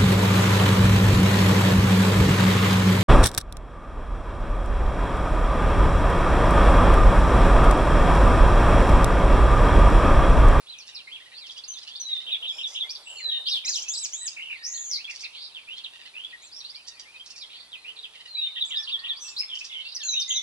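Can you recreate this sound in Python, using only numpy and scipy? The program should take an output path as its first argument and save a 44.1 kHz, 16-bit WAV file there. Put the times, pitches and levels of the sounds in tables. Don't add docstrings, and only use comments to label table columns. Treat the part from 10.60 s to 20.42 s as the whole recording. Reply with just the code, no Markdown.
import sys
import numpy as np
from scipy import signal
from scipy.fft import rfft, irfft, next_fast_len
from scipy.io import wavfile
from scipy.ndimage import uniform_filter1d

SR = 44100
rng = np.random.default_rng(int(sys.argv[2]) if len(sys.argv) > 2 else 0)


def persist_wave(psi):
    counts = np.round(np.clip(psi, -1, 1) * 32767).astype(np.int16)
    wavfile.write(sys.argv[1], SR, np.atleast_2d(counts).T)


N = 433062
TIME = np.arange(N) / SR

# offset_s, pitch_hz, level_db, buzz_depth_hz
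WHISTLE_CONTOUR = [(0, 4296, -26, 0), (.04, 4212, -20, 0), (.08, 3980, -9.5, 0), (.12, 3858, -6, 0),
                   (.16, 3700, -4, 0.004), (.19, 3630, -2, 0), (.208, 3647, -3, 0), (.217, 3700, -24.5, 0)]
# start_s, pitch_ratio, level_db
WHISTLES = [(1.383, .99, -26), (2.569, 1.008, -22.5), (7.674, 1.0, -24), (9.41, 1.005, -21)]
def falling_whistles():
    return repeated(WHISTLE_CONTOUR, WHISTLES, jitter=0.004, flutter_db=4.5)


# offset_s, pitch_hz, level_db, buzz_depth_hz
CHIRP_CONTOUR = [(0, 2843, -8.5, 99), (.008, 3145, 0, 200), (.019, 3518, -1, 280), (.028, 2750, -3.5, 250),
                 (.041, 3340, -5, 221.4), (.052, 3814, -5.5, 100), (.058, 3740, 2, 30),
                 (.075, 3460, 3.5, 30), (.088, 3330, 0.5, 29.7), (.097, 3413, -0.5, 30)]
# start_s, pitch_ratio, level_db
CHIRPS = [(1.665, 1, -29), (1.823, 0.99, -30.5), (1.981, 1, -32), (2.146, 1.002, -30), (2.859, 1.04, -27.5),
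          (7.955, 1.018, -29.5), (8.106, 1.02, -29), (8.27, 0.98, -30), (8.438, 0.98, -30.5),
          (9.7, 1.042, -26.5)]
def chirps():
    return repeated(CHIRP_CONTOUR, CHIRPS, jitter=0.013, flutter_db=3)


# start_s, length_s, mid_pitch_hz, level_db
TSIPS = [(1.078, 0.052, 6170, -33), (1.398, 0.027, 5980, -29), (8.79, 0.025, 5210, -23.5)]
SIZZLES = [(2.43, 0.2, 7480, -48.5), (8.59, 0.12, 5800, -38.5), (8.61, .12, 7630, -45.5),
           (9.428, .122, 6450, -29), (9.675, 0.11, 6410, -29.5)]
ZITS = [(3.335, 0.03, 4790, -29.5), (9.346, 0.028, 5470, -29), (9.596, .031, 5490, -27)]
FLICKS = [(2.291, 0.031, 5190, -30.5), (2.854, 0.038, 4350, -28), (3.37, 0.023, 5380, -30),
          (8.762, 0.038, 4430, -28.5)]
SWOOPS = [(2.893, .1, 3850, -26), (3.112, 0.08, 3610, -30.5)]
def high_singer():
    return (arches() + zip_run()
            + slurs(TSIPS, semitones=(0.52, -0.26), jitter=0.0019, flutter_db=-1)
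            + slurs(SIZZLES, semitones=(0.85, -1.65), depth_hz=307, trill_hz=296.6, jitter=0.006)
            + slurs(ZITS, semitones=(1.74, -4.5), depth_hz=320, trill_hz=294, jitter=0.012)
            + slurs(FLICKS, semitones=(-2.59, 2.94), depth_hz=262, trill_hz=282, jitter=0.036)
            + slurs(SWOOPS, semitones=(7.3, -4), depth_hz=225, trill_hz=291.4, jitter=0.01))


# length_share, pitch_hz, level_db, buzz_depth_hz
ARCH_CONTOUR = [(0, 5690, -8, 100), (.08, 6600, 4.5, 400), (0.188, 6940, -2, 250), (.33, 7600, -8.5, 100),
                (.62, 8020, -6.5, 100), (.82, 7750, -5, 120), (.92, 6240, 4, 200), (1, 4410, -0.5, 150)]
# start_s, length_s, level_db
QUICK_ARCHES = [(3.282, .178, -27.5), (3.525, .16, -29.5)]
# time_s, pitch_hz, level_db
LONG_ARCH = [(4.027, 4850, -43), (4.049, 5260, -26.5), (4.081, 6440, -31.5), (4.179, 6860, -33),
             (4.29, 6660, -36), (4.307, 6180, -31.5), (4.345, 4560, -21.5), (4.365, 4330, -25.5),
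             (4.385, 4090, -45)]
def arches(buzz_hz=290, undertone_db=-13, long_depth_hz=340):
    out = np.zeros(N)
    share, hz, db, depth_hz = np.transpose(ARCH_CONTOUR)
    for start_s, length_s, level_db in QUICK_ARCHES:
        add(out, start_s, glide(share * length_s, hz, db + level_db, depth_hz, buzz_hz,
                                jitter=0.0085, flutter_db=4.5, flutter_per_s=560))
        add(out, start_s, glide(share * length_s, hz / 2, level_db + undertone_db, jitter=0.013))
    time_s, hz, db = np.transpose(LONG_ARCH)
    add(out, time_s[0], glide(time_s, hz, db, long_depth_hz, buzz_hz,
                              jitter=0.0095, flutter_db=4.5, flutter_per_s=500))
    return out


def zip_run(start_s=3.049, count=7, gap_s=0.0265, length_s=0.025, pitch_hz=5810, fade_db_per_s=14):
    errors = rng.uniform(-2.2, 2, (count, 3)) / np.sqrt(2)
    notes = []
    for offset_s, (late, sharp, loud) in zip(gap_s * np.arange(count), errors):
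        level_db = -27.5 - fade_db_per_s * offset_s + 3.5 * loud
        hz = pitch_hz * (1 + 0.0453 * sharp)
        notes.append((start_s + offset_s + 0.003 * late, length_s, hz, level_db))
    return slurs(notes, semitones=(-3.5, 4.2), depth_hz=300, trill_hz=246, jitter=0.016)


# start_s, length_s, mid_pitch_hz, level_db
DOWNSLURS = [(.375, 0.043, 3130, -45.5), (.805, 0.081, 3390, -43.5), (4.943, .054, 2950, -38.5),
             (5.703, 0.023, 3000, -46), (7.116, 0.05, 3060, -38.5), (7.428, 0.035, 3215, -36.5),
             (9.085, 0.047, 3210, -42), (9.395, 0.047, 3246, -36.5)]
RASPS = [(.182, .055, 4820, -44), (.345, .04, 4310, -37), (2.35, .017, 4020, -34.5),
         (4.637, 0.022, 4080, -33.5), (5.237, 0.03, 3335, -34.5), (5.988, 0.03, 4440, -38),
         (6.804, .044, 3690, -39.5), (7.357, 0.026, 3760, -43.5), (8.222, 0.037, 4550, -37.5)]
RISES = [(.47, 0.048, 2427, -42.5), (.96, 0.043, 3285, -41.5), (1.26, 0.073, 3090, -43.5),
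         (4.375, 0.048, 2530, -42), (5.07, 0.073, 2797, -37.5), (5.535, 0.095, 2822, -39),
         (7.238, .076, 2800, -38), (7.755, .13, 2777, -40.5), (9.525, 0.084, 2830, -37)]
UPTICKS = [(.735, .068, 4450, -43.5), (1.037, 0.014, 4800, -35), (1.353, .015, 4430, -36),
           (5.912, 0.09, 5285, -42), (6.04, .028, 4150, -37.5), (6.088, .021, 4740, -39),
           (6.145, 0.023, 4620, -38), (6.775, 0.051, 4910, -46.5), (8.15, 0.068, 5156, -41),
           (8.28, 0.02, 4280, -36), (8.39, 0.012, 4360, -35), (8.555, 0.031, 4550, -41)]
BUZZES = [(4.725, 0.17, 4153, -40), (6.885, 0.16, 3850, -45), (9.2, .14, 4140, -40.5)]
WOBBLES = [(1.69, 0.089, 2720, -40.5), (3.762, 0.0443, 2516, -35.5), (3.893, 0.055, 2560, -35),
           (4.473, 0.041, 2556, -36), (4.628, 0.0424, 2490, -37), (5.166, 0.039, 3430, -39.5),
           (8.795, 0.049, 2520, -41)]
PEAKS = [(.065, 0.091, 4073, -42), (.51, 0.063, 3410, -39), (4.135, 0.049, 4380, -40),
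         (5.815, .07, 7540, -49.5), (8.045, 0.065, 7790, -45.5)]
SCOOPS = [(.888, 0.026, 3416, -36.5), (1.133, 0.055, 3600, -41.5), (2.688, .1, 3030, -34.5),
          (7.387, .02, 3560, -38.5), (8.882, 0.1, 3068, -34), (9.118, 0.1, 3055, -35)]
HOOKS = [(1.33, .067, 3615, -40.5), (3.05, 0.063, 4120, -33), (3.06, 0.03, 2580, -38.5),
         (3.215, 0.036, 3250, -44), (3.25, 0.048, 2620, -44), (4.442, .017, 3410, -34.5),
         (5.635, 0.027, 3404, -34), (6.538, 0.037, 2540, -44), (6.596, 0.02, 3200, -39.5),
         (9.005, 0.023, 2624, -36), (9.248, 0.036, 2756, -38.5)]
def warbler():
    return (slurs(DOWNSLURS, semitones=(4.3, -5), jitter=0.014)
            + slurs(RASPS, semitones=(5.1, -2.5), depth_hz=220, trill_hz=202)
            + slurs(RISES, semitones=(-3, 2.19), depth_hz=80, trill_hz=46.5, jitter=0.008)
            + slurs(UPTICKS, semitones=(-3, 1.48), depth_hz=167, trill_hz=197.7)
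            + slurs(BUZZES, semitones=(-5, 1), depth_hz=630, trill_hz=171, jitter=0.0254)
            + slurs(WOBBLES, semitones=(0.057, -0.83), depth_hz=260, trill_hz=38.6)
            + slurs(PEAKS, semitones=(-4.5, -7), jitter=0.01)
            + slurs(SCOOPS, semitones=(3.4, 0.5), depth_hz=110, trill_hz=123.6)
            + slurs(HOOKS, semitones=(-1.23, 0.036), jitter=0.012))


# start_s, pitch_hz, throat_hz, level_db
NASAL_TRIPLETS = [(0.599, 1016, 2480, -48), (1.483, 1034, 3320, -42.5), (5.333, 997, 3020, -43),
                  (7.535, 999, 3150, -45)]
NASAL_STUTTERS = [(0.861, 933, 4800, -45), (1.17, 908, 4270, -42), (4.497, 1135, 5180, -39),
                  (6.657, 934, 5300, -42.5), (8.941, 948, 5420, -39)]
# start_s, length_s, pitch_hz, throat_hz, level_db
LONE_NASALS = [(.272, 0.038, 934, 3470, -45), (.265, 0.043, 930, 5300, -45.5),
               (1.874, .17, 1753, 5630, -46.5), (2.058, .12, 1003, 5660, -43),
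               (5.167, 0.02, 1080, 4070, -41), (6.266, 0.0273, 940, 5200, -37),
               (6.394, 0.017, 968, 5050, -38), (8.678, 0.02, 912, 4660, -39)]
def nasal_calls(triplet_gap_s=0.057, triplet_note_s=0.0344, stutter_gap_s=0.041, stutter_note_s=0.0242):
    beats = np.arange(3)
    stretch = 1.3 ** beats
    offsets_s = stutter_gap_s * (np.cumsum(stretch) - stretch)
    triplets = [(start_s + k * triplet_gap_s, triplet_note_s, *voice)
                for start_s, *voice in NASAL_TRIPLETS for k in beats]
    stutters = [(start_s + offsets_s[k], stutter_note_s * stretch[k], *voice)
                for start_s, *voice in NASAL_STUTTERS for k in beats]
    return (nasal_voice(triplets, semitones=(-2.72, -3.4), jitter=0.033)
            + nasal_voice(stutters, semitones=(-2.04, 1.42), jitter=0.033)
            + nasal_voice(LONE_NASALS, semitones=(-1.4, 0.1), jitter=0.031))


# start_s, length_s, mid_pitch_hz, level_db
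FLUTES = [(.13, 0.083, 2552, -53), (1.93, 0.059, 2520, -53.5), (2.235, 0.039, 2094, -52),
          (2.62, 0.19, 1867, -56.5), (3.61, 0.055, 1905, -53), (3.97, .27, 1918, -53.5),
          (4.3, 0.099, 2184, -56.5), (5.725, 0.034, 1930, -43.5), (6.24, 0.26, 1913, -66),
          (6.9, 0.51, 1992, -68), (7.962, 0.021, 1913, -42.5), (8.14, 0.123, 1806, -56.5),
          (8.345, .2, 1889, -54.5), (8.63, 0.11, 2708, -51), (9.09, .15, 2203, -52), (9.66, 0.2, 2104, -54)]
FLUTE_FALLS = [(2.588, 0.035, 2100, -48.5), (3.03, 0.0302, 2250, -48), (3.075, 0.034, 1990, -50.5),
               (3.405, .045, 2380, -61), (3.675, .06, 3020, -58), (3.93, 0.037, 2350, -45),
               (4.51, 0.037, 2180, -54), (8.08, 0.073, 2156, -53.5), (9.35, .15, 1702, -57)]
FLUTE_TRILLS = [(2.455, .16, 2918, -43.5), (3.785, .15, 2875, -41)]
HOOT = [(7.17, 0.43, 444, -78.5)]
def fluting():
    return (slurs(FLUTES, semitones=(-1.134, -1.04), depth_hz=39, trill_hz=7.14, jitter=0.012)
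            + slurs(FLUTE_FALLS, semitones=(3.5, -3.5), jitter=0.015)
            + slurs(FLUTE_TRILLS, semitones=(-1.07, -1), depth_hz=143.5, trill_hz=72.7, jitter=0.01)
            + slurs(HOOT, semitones=(-0.82, -0.5), jitter=0.005))


def far_chorus(count=80, level_db=-60, centre_hz=3400, spread=0.22):
    def notes():
        pitches_hz = centre_hz * np.exp(spread * rng.triangular(-2, 0, 2, count))
        return [((k + late) / count * N / SR, 0.03 + 0.09 * long,
                 pitches_hz[k], level_db + 6 * (loud - 0.5))
                for k, (late, long, loud) in enumerate(rng.random((count, 3)))]
    return (slurs(notes(), semitones=(-3, 1.16))
            + slurs(notes(), semitones=(2.5, -3.5))
            + slurs(notes(), semitones=(-1.22, -1.16), depth_hz=228, trill_hz=108.3))


def repeated(contour, repeats, jitter, flutter_db, buzz_hz=240):
    out = np.zeros(N)
    offset_s, hz, db, depth_hz = np.transpose(contour)
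    for start_s, pitch_ratio, level_db in repeats:
        add(out, start_s, glide(offset_s, hz * pitch_ratio, db + level_db, depth_hz, buzz_hz,
                                jitter, flutter_db, flutter_per_s=179.7))
    return out


def glide(time_s, hz, db, depth_hz=0, buzz_hz=0, jitter=0.003, flutter_db=2, flutter_per_s=150):
    t = np.arange(int(max(time_s[-1] - time_s[0], 0.01) * SR)) / SR
    pitch, level, depth = [np.interp(t + time_s[0], time_s, np.broadcast_to(column, time_s.shape))
                           for column in (hz, db, depth_hz)]
    phase = syrinx(t, uniform_filter1d(pitch, size=200), depth, buzz_hz, jitter)
    tone = pure_tone(phase, second_db=-46, third_db=-51)
    fades = signal.windows.tukey(len(t), min(0.0008 / t[-1], 1))
    return from_db(level) * flutter(t, flutter_db, flutter_per_s) * tone * fades


def slurs(notes, semitones, depth_hz=0, trill_hz=0, jitter=0.018, flutter_db=4):
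    out = np.zeros(N)
    for start_s, length_s, hz, db in notes:
        t, pitch_hz, envelope = bend(length_s, hz, semitones)
        tone = pure_tone(syrinx(t, pitch_hz, depth_hz, trill_hz, jitter), second_db=-31.5, third_db=-44)
        add(out, start_s, from_db(db) * envelope * flutter(t, flutter_db, per_s=270) * tone)
    return out


def nasal_voice(notes, semitones, jitter, width_hz=900, quaver_share=0.029, quaver_hz=48, leak=0.0087):
    out = np.zeros(N)
    harmonics = np.arange(2, 10)[:, None]
    for start_s, length_s, hz, throat_hz, db in notes:
        t, pitch_hz, envelope = bend(length_s, hz, semitones, attack_share=0.33, release_share=0.26)
        overtone_hz = harmonics * pitch_hz
        gains = 1 / (1 + ((overtone_hz - throat_hz) / width_hz) ** 2) + leak * (overtone_hz < throat_hz)
        phase = syrinx(t, pitch_hz, quaver_share * pitch_hz, quaver_hz, jitter)
        tone = rms_one((gains * np.sin(harmonics * phase)).sum(0))
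        add(out, start_s, from_db(db) * envelope * flutter(t, db=5.5, per_s=300) * tone)
    return out


def bend(length_s, mid_hz, semitones, attack_share=0.21, release_share=0.13):
    t = np.arange(int(max(length_s, 0.005) * SR)) / SR
    share = t / t[-1]
    anchors_hz = mid_hz * 2 ** (np.array([semitones[0], 0, semitones[1]]) / 12)
    pitch_hz = np.polyval(np.polyfit([0, 0.5, 1], anchors_hz, 2), share)
    ramp = np.clip(np.minimum(share / attack_share, (1 - share) / release_share), 0, 1)
    return t, pitch_hz, np.sin(np.pi / 2 * ramp)


def syrinx(t, hz, depth_hz, trill_hz, jitter, unevenness=0.05):
    rate_hz = trill_hz * (1 + unevenness * wander(t, per_s=144.6))
    trill = np.cos(2 * np.pi * np.cumsum(rate_hz) / SR)
    pitch_hz = hz * (1 + jitter * wander(t, per_s=508)) + depth_hz * trill
    return 2 * np.pi * np.cumsum(pitch_hz) / SR


def pure_tone(phase, second_db=-40, third_db=-43):
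    return np.sqrt(2) * (np.sin(phase) + from_db(second_db) * np.sin(2 * phase)
                         + from_db(third_db) * np.sin(3 * phase))


def flutter(t, db, per_s):
    return rms_one(from_db(db * wander(t, per_s)))


def roughen(song, rough_db, width_hz, hiss_db, highpass_hz):
    lowpass = signal.butter(2, width_hz, fs=SR, output="sos")
    highpass = signal.butter(2, highpass_hz, "high", fs=SR, output="sos")
    shake = rms_one(signal.sosfilt(lowpass, rng.standard_normal(N)))
    hiss = signal.sosfilt(highpass, rng.standard_normal(N))
    loudness = np.sqrt(np.abs(uniform_filter1d(song ** 2, size=128)))
    return song * (1 + from_db(rough_db) * shake) + from_db(hiss_db) * loudness * hiss


# delay_s, level_db
ECHOES = [(.0062, -6), (.0135, -10), (.029, -25.5)]
def wood(song, scatter_db, tail_db, scatter_t60_s, left_db, tail_t60_s=1):
    t = np.arange(int(0.8 * SR)) / SR
    twigs = rng.standard_normal((2, len(t))) * (rng.random((2, len(t))) < 900 / SR)
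    scatter = rms_one(twigs * from_db(-60 * t / scatter_t60_s) * (t > 0.002))
    tail_envelope = from_db(-60 * t / tail_t60_s) * np.minimum(t / 0.033, 1)
    tail = rms_one(rng.standard_normal((2, len(t))) * tail_envelope)
    response = (from_db(scatter_db) * scatter + from_db(tail_db) * tail) / np.sqrt(len(t))
    response[:, 0] += 1
    for k, (delay_s, db) in enumerate(ECHOES):
        side = k % 2
        response[side, int(delay_s * SR)] += from_db(db)
        response[1 - side, int((delay_s + 0.0003) * SR)] += from_db(db) / 2
    balance = from_db([[left_db / 2], [-left_db / 2]])
    return signal.oaconvolve(song[None], response, axes=1)[:, :N] * balance


def wingbeats(start_s=1.69, count=13, beat_s=0.1435, quickening_s=0.001, stroke_s=0.029,
              nearest_s=2.24, pass_s=0.74, level_db=-54):
    gaps_s = beat_s - quickening_s * np.arange(count)
    times_s = start_s + np.cumsum(gaps_s) - gaps_s
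    strokes = sum(np.exp(-0.5 * ((TIME - s) / stroke_s) ** 2) for s in times_s)
    distance = np.hypot(1, (TIME - nearest_s) / pass_s)
    whoosh = noise([(280, -45), (430, -2), (900, -2), (1500, -9.5), (3000, -16.5)])
    return from_db(level_db) * strokes / distance * whoosh


# frequency_hz, relative_db
AIR_SPECTRUM = [(18, -34), (30, -14.5), (65, -15), (180, -14), (822, -7.5), (908, -6), (1570, -9.5),
                (2060, -8), (2580, -2.5), (3230, -10), (3480, -5), (4360, -3), (6330, -14.5), (10700, -13),
                (11500, -20), (12200, -70), (15000, -105), (22000, -120)]
def still_air(level_db=-56):
    return from_db(level_db) * noise(AIR_SPECTRUM, correlation=0.81)


# time_s, level_db
RUSH_ENVELOPE = [(7.8, -77), (8.1, -62.5), (8.45, -59), (8.8, -63), (9.1, -74)]
def far_rush(gain_db=-2):
    level_db = np.interp(TIME, *np.transpose(RUSH_ENVELOPE), left=-120, right=-120)
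    return from_db(gain_db + level_db) * noise([(600, -23), (1100, -2.5), (1400, -8), (2200, -32)])


# pitch_hz, level_db
DRONE_PARTIALS = [(69, -83.5), (139, -89.5)]
def far_drone():
    return sum(from_db(db) * pure_tone(2 * np.pi * hz * TIME + wander(TIME, per_s=9.8))
               for hz, db in DRONE_PARTIALS)


def noise(spectrum, correlation=1):
    size = next_fast_len(N)
    colour = from_db(at_hz(spectrum, np.fft.rfftfreq(size, 1 / SR)))
    mid, side = irfft(rfft(rng.standard_normal((2, size))) * colour, size)[:, :N]
    return rms_one(np.sqrt(1 + correlation) * mid + np.sqrt(1 - correlation) * side * [[1], [-1]])


def wander(t, per_s):
    return np.interp(t * per_s, np.arange(512), rng.standard_normal(512))


def from_db(db):
    return 10 ** (np.asarray(db) / 20)


def rms_one(x):
    return x / np.sqrt(np.mean(x ** 2) + 1e-20)


def at_hz(points, hz):
    points_hz, values = np.transpose(points)
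    return np.interp(np.log(np.maximum(hz, 1)), np.log(points_hz), values)


def add(out, start_s, sound):
    i = max(int(start_s * SR), 0)
    out[i:i + len(sound)] += sound[:max(N - i, 0)]


def scene():
    whistling = from_db(-1) * falling_whistles()
    chirping = from_db(-1) * chirps()
    high = from_db(-4) * roughen(high_singer(),
                                 rough_db=-20.5, width_hz=680, hiss_db=-22.5, highpass_hz=3540)
    chatter = from_db(-2.5) * roughen(warbler() + nasal_calls(),
                                      rough_db=-13, width_hz=410, hiss_db=-39, highpass_hz=2000)
    far = fluting() + far_chorus()
    return (wood(whistling, scatter_db=-1, tail_db=-8.5, scatter_t60_s=0.084, left_db=-1)
            + wood(chirping, scatter_db=-6, tail_db=-15.5, scatter_t60_s=0.16, left_db=-1.5)
            + wood(high, scatter_db=-2.5, tail_db=-23, scatter_t60_s=0.22, left_db=-0.1)
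            + wood(chatter, scatter_db=-3.5, tail_db=-13, scatter_t60_s=0.13, left_db=-2.5)
            + wood(far, scatter_db=0, tail_db=-17.5, scatter_t60_s=0.092, left_db=-2)
            + still_air() + far_rush() + far_drone() + wingbeats())


# frequency_hz, left_lead_rad
MIC_PHASE = [(300, -0.27), (700, -0.62), (1100, -0.36), (1900, -1.38), (2900, -2.16), (3800, -1.7),
             (5000, -1.6), (7500, -1.44)]
CUTOFF_HZ = 11800
def record(dry):
    size = next_fast_len(N + 4096)
    lead_rad = at_hz(MIC_PHASE, np.fft.rfftfreq(size, 1 / SR))
    rotation = np.exp(0.5j * lead_rad * np.array([[1], [-1]]))
    pair = irfft(rfft(dry, size) * rotation, size)[:, :N]
    return signal.sosfilt(signal.ellip(10, 0.1, 70, CUTOFF_HZ, fs=SR, output="sos"), pair)


dry = scene()
out = record(dry)
persist_wave(out)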